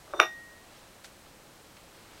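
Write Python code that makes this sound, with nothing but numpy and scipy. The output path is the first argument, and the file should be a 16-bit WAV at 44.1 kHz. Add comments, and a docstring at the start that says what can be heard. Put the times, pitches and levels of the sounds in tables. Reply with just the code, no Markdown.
"""Light taps and a short slide, then one hard clack: a full ceramic cup lands on its saucer.
Each contact rings the damped saucer, the table top and the cup wall; the cup rings on until the
fingers choke it. The hand lets go of the handle with faint ticks and a rustle.
Small, quiet room: short reverb, steady noise, faint appliance tones."""
import sys
import numpy as np
from scipy import signal
from scipy.fft import rfft, irfft
from scipy.io import wavfile

SR = 44100
rng = np.random.default_rng(int(sys.argv[2]) if len(sys.argv) > 2 else 0)


def unload_audio(sound):
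    """Save the sound as a 16-bit wav file, at the path given as the first command line argument."""
    columns = np.transpose(np.atleast_2d(sound))
    # keep every value between -1 and 1, then stretch to whole-number steps
    steps = np.round(np.clip(columns, -1, 1) * 32767)
    wavfile.write(sys.argv[1], SR, steps.astype(np.int16))


N = 97020
TIME_S = np.arange(N) / SR

# cup foot on saucer: t/s, level/dB, hardness as low-pass f/Hz
FOOT_CONTACTS = [(0.0783, -32, 830), (0.097, -30, 610), (0.1075, -29, 750), (0.1295, -31, 815),
                 (0.1325, -27, 596), (0.1362, -13, 950), (0.1414, -14, 750), (0.1481, -28, 1000),
                 (0.1780, -18, 534), (0.1921, -21, 1100), (0.1956, -12, 1120), (0.1971, -14, 1300),
                 (0.2000, -1, 15000)]
# saucer, damped by the table: f/Hz, level/dB, t60/s
SAUCER_MODES = [(742, -7, 0.015), (1253, -14, 0.014), (1490, -3, 0.0063), (2225, -4, 0.0075),
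                (2665, -19, 0.01), (3050, -32, 0.02), (4680, -20, 0.0082), (5610, -19, 0.011),
                (9300, -17, .003)]
# cup wall: f/Hz, level/dB, t60/s
CUP_MODES = [(1881, -34.5, 1), (1940, -25, 0.1), (3579, -28.5, 0.15), (3634, -22, 0.2), (3690, -38, .15),
             (5747, -36, 0.23), (5817, -35.5, 0.11), (5810, -39, 0.1), (7720, -64, 0.29), (9345, -44, .16),
             (12985, -51, 0.25), (13055, -47, 0.24), (14000, -50, .18)]
# table top: f/Hz, level/dB, t60/s
TABLE_MODES = [(325, -26.5, 0.12), (355, -30.5, 0.14), (636.3, -23.5, 0.18), (677, -26.5, .1),
               (851, -28.5, 0.21), (941, -27.5, 0.12), (1275, -22, 0.14), (1455, -29.5, 0.082)]
# finger slips on the handle: t/s, level/dB, decay/s, low-pass f/Hz
FINGER_TICKS = [(1.039, -56, 0.031, 8900), (1.0442, -42.5, 0.0079, 5000), (1.05, -45, 0.0011, 2000),
                (1.054, -50, 0.02, 8000), (1.259, -57.5, 0.02, 1400), (1.767, -50.5, 0.014, 2520)]
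# hand rustle envelope: t/s, level/dB
RUSTLE_ENVELOPE = [(0, -68), (.12, -61.5), (.4, -78), (.66, -64), (.77, -56.5), (.92, -68.5), (1.15, -71),
                   (1.26, -68), (1.4, -94), (1.48, -66.5), (1.68, -64), (1.88, -66), (1.96, -59.5),
                   (2.08, -59.5), (2.2, -55)]
# hand rustle spectrum: f/Hz, relative density/dB
RUSTLE_SPECTRUM = [(100, 3), (350, -5.5), (800, 0.5), (2000, -2), (4000, -3.5), (8000, -13), (16000, -27)]
# reflections off near surfaces: delay/s, level/dB
NEAR_ECHOES = [(.0036, -22.5), (0.0235, -52), (0.0304, -19), (0.038, -19.5), (0.065, -37)]
# diffuse reverb: f/Hz, level/dB, t60/s
REVERB_BANDS = [(201, -16, .17), (316, 0.5, 0.14), (484, -5, 0.12), (710, -1.5, 0.16), (1300, -13, 0.18),
                (1900, -7, 0.14), (2580, -10.5, 0.18), (3300, -2.5, 0.12), (4480, -3.5, 0.23),
                (8000, -9, .18), (15000, -18, .17)]
# room noise spectrum: f/Hz, relative density/dB
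AIR_SPECTRUM = [(12, -24), (20, 0), (98, -4), (145, -2.5), (247, -5), (345, -2.5), (375, -5.5), (539, -4.5),
                (1050, -8), (1280, -9.5), (2720, -14), (8090, -18.5), (15800, -25.5)]
# appliance tones: f/Hz, level/dB
APPLIANCE_TONES = [(538.3, -71), (4102, -76), (8053, -75), (8253, -81), (11806, -81), (15735, -116)]


def saucer(force):
    """Clack: each push and its quick rebound ring the saucer."""
    rebound_s, rebound_db = .00076, -2
    rebound = from_db(rebound_db) * delayed(force, rebound_s)
    clack = ring(force + rebound, SAUCER_MODES)
    return cut(cut(clack, 5560, "low"), 468, "high", order=3)


def contact_force():
    """One push per touch; softer is duller. Bodies this small radiate no bass."""
    impulse = 1.0 * (TIME_S == 0)
    pushes = sum(from_db(db) * cut(delayed(impulse, start_s), hardness_hz, "low", order=3)
                 for start_s, db, hardness_hz in FOOT_CONTACTS)
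    return cut(pushes, 310, "high", order=6)


def cup(force):
    """Clink: pushes and foot friction ring the wall until the grip chokes it. The slide sings faintly."""
    slide_start_s, slide_end_s, release_s = .11, .195, .0044
    friction_db, squeak_db, squeak_hz = -47, -47.5, 3601
    grip_s, grip_db_per_s = .58, 73
    rise = np.clip((TIME_S - slide_start_s) / (slide_end_s - slide_start_s), 0, 1)
    pressure = rise * np.clip((slide_end_s - TIME_S) / release_s, 0, 1)
    hiss = cut(cut(rng.standard_normal(N), 5000, "high", order=4), 7000, "low", order=1)
    friction = from_db(friction_db) * pressure * hiss
    squeak = from_db(squeak_db) * pressure * np.sin(2 * np.pi * squeak_hz * TIME_S)
    choke = from_db(-grip_db_per_s * np.maximum(TIME_S - grip_s, 0))
    return squeak + ring(force + friction, CUP_MODES) * choke


def table_top(force):
    """Hollow knock: the same pushes ring the table."""
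    return ring(force, TABLE_MODES)


def fingers():
    """Rustle of the moving hand; short slips of skin on the handle."""
    out = from_db(np.interp(TIME_S, *np.transpose(RUSTLE_ENVELOPE))) * noise(RUSTLE_SPECTRUM)
    for start_s, db, decay_s, top_hz in FINGER_TICKS:
        slip = rms_one(cut(cut(rng.standard_normal(N), top_hz, "low"), 1190, "high", order=1))
        out += from_db(db) * slip * delayed(np.exp(-TIME_S / decay_s), start_s)
    return out


def echoes(x):
    """Dull reflections off near surfaces."""
    reflections = sum(from_db(db) * delayed(x, delay_s) for delay_s, db in NEAR_ECHOES)
    return cut(reflections, 3190, "low")


def reverb(x):
    """Dense reflections hold briefly, then decay band by band."""
    onset_s, hold_s = .0033, .019
    edges_hz = np.geomspace(100, 16000, 17)
    bins_hz = np.fft.rfftfreq(N, 1 / SR)
    white = rfft(rng.standard_normal(N))
    response = np.zeros(N)
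    for low_hz, high_hz in zip(edges_hz, edges_hz[1:]):
        centre_hz = np.sqrt(low_hz * high_hz)
        t60_s = at_hz(REVERB_BANDS, centre_hz, column=2)
        fade = from_db(-60 * np.maximum(TIME_S - hold_s, 0) / t60_s)
        band = irfft(white * (bins_hz >= low_hz) * (bins_hz < high_hz), N) * fade
        unity_gain_band = rms_one(band) * np.sqrt(2 * (high_hz - low_hz) / SR / N)
        response += from_db(at_hz(REVERB_BANDS, centre_hz)) * unity_gain_band
    return signal.fftconvolve(x, delayed(response, onset_s))[:N]


def background():
    """Steady room noise; faint appliance tones wavering in pitch."""
    air_db, waver_rms_hz = -54.5, 2.62
    out = from_db(air_db) * noise(AIR_SPECTRUM)
    for hz, db in APPLIANCE_TONES:
        waver_hz = waver_rms_hz * rms_one(cut(rng.standard_normal(N), 19, "low"))
        phase_rad = 2 * np.pi * np.cumsum(hz + waver_hz) / SR
        out += from_db(db) * np.sqrt(2) * np.sin(phase_rad)
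    return out


def ring(force, modes):
    """Resonator bank: an impulse starts one decaying sine per mode."""
    out = np.zeros(N)
    for hz, db, t60_s in modes:
        radius = from_db(-60 / (t60_s * SR))
        step_rad = 2 * np.pi * hz / SR
        feedback = [1, -2 * radius * np.cos(step_rad), radius * radius]
        out += from_db(db) * signal.lfilter([0, np.sin(step_rad)], feedback, force + 1e-18)
    return out


def noise(spectrum):
    """Shaped noise, rms 1."""
    gain = from_db(at_hz(spectrum, np.fft.rfftfreq(N, 1 / SR)))
    return rms_one(irfft(rfft(rng.standard_normal(N)) * gain, N))


def cut(x, hz, kind, order=2):
    """Causal low- or high-pass."""
    return signal.sosfilt(signal.butter(order, hz, kind, fs=SR, output="sos"), x + 1e-18)


def at_hz(table, hz, column=1):
    """Interpolate a column over log frequency."""
    rows = np.array(table)
    return np.interp(np.log(hz + 1e-9), np.log(rows[:, 0]), rows[:, column])


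def delayed(x, delay_s):
    """Delay, trimmed to N samples."""
    return np.concatenate([np.zeros(int(delay_s * SR)), x])[:N]


def from_db(db):
    """dB to gain."""
    return 10 ** (np.asarray(db) / 20)


def rms_one(x):
    """Scale to rms 1."""
    return x / np.sqrt(np.mean(x ** 2) + 1e-20)


def scene():
    """Mono mix: clack, knock, clink, reflections, hand, room noise."""
    clink_send_db = -10
    force = contact_force()
    clack = saucer(force)
    clink = cup(-force)   # equal and opposite push
    reflections = echoes(clack) + reverb(clack + from_db(clink_send_db) * clink)
    return (clack + table_top(force) + clink + reflections + fingers() + background())[None]


def record(dry):
    """The clack just overloads the microphone: soft clip, then low-pass."""
    ceiling, cutoff_hz = 1.1, 15950
    limited = dry / (1 + (dry / ceiling) ** 6) ** (1 / 6)
    low_pass = signal.firwin(401, cutoff_hz, fs=SR, window="blackman")
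    return signal.fftconvolve(limited, low_pass[None], mode="same")


dry = scene()
out = record(dry)
unload_audio(out)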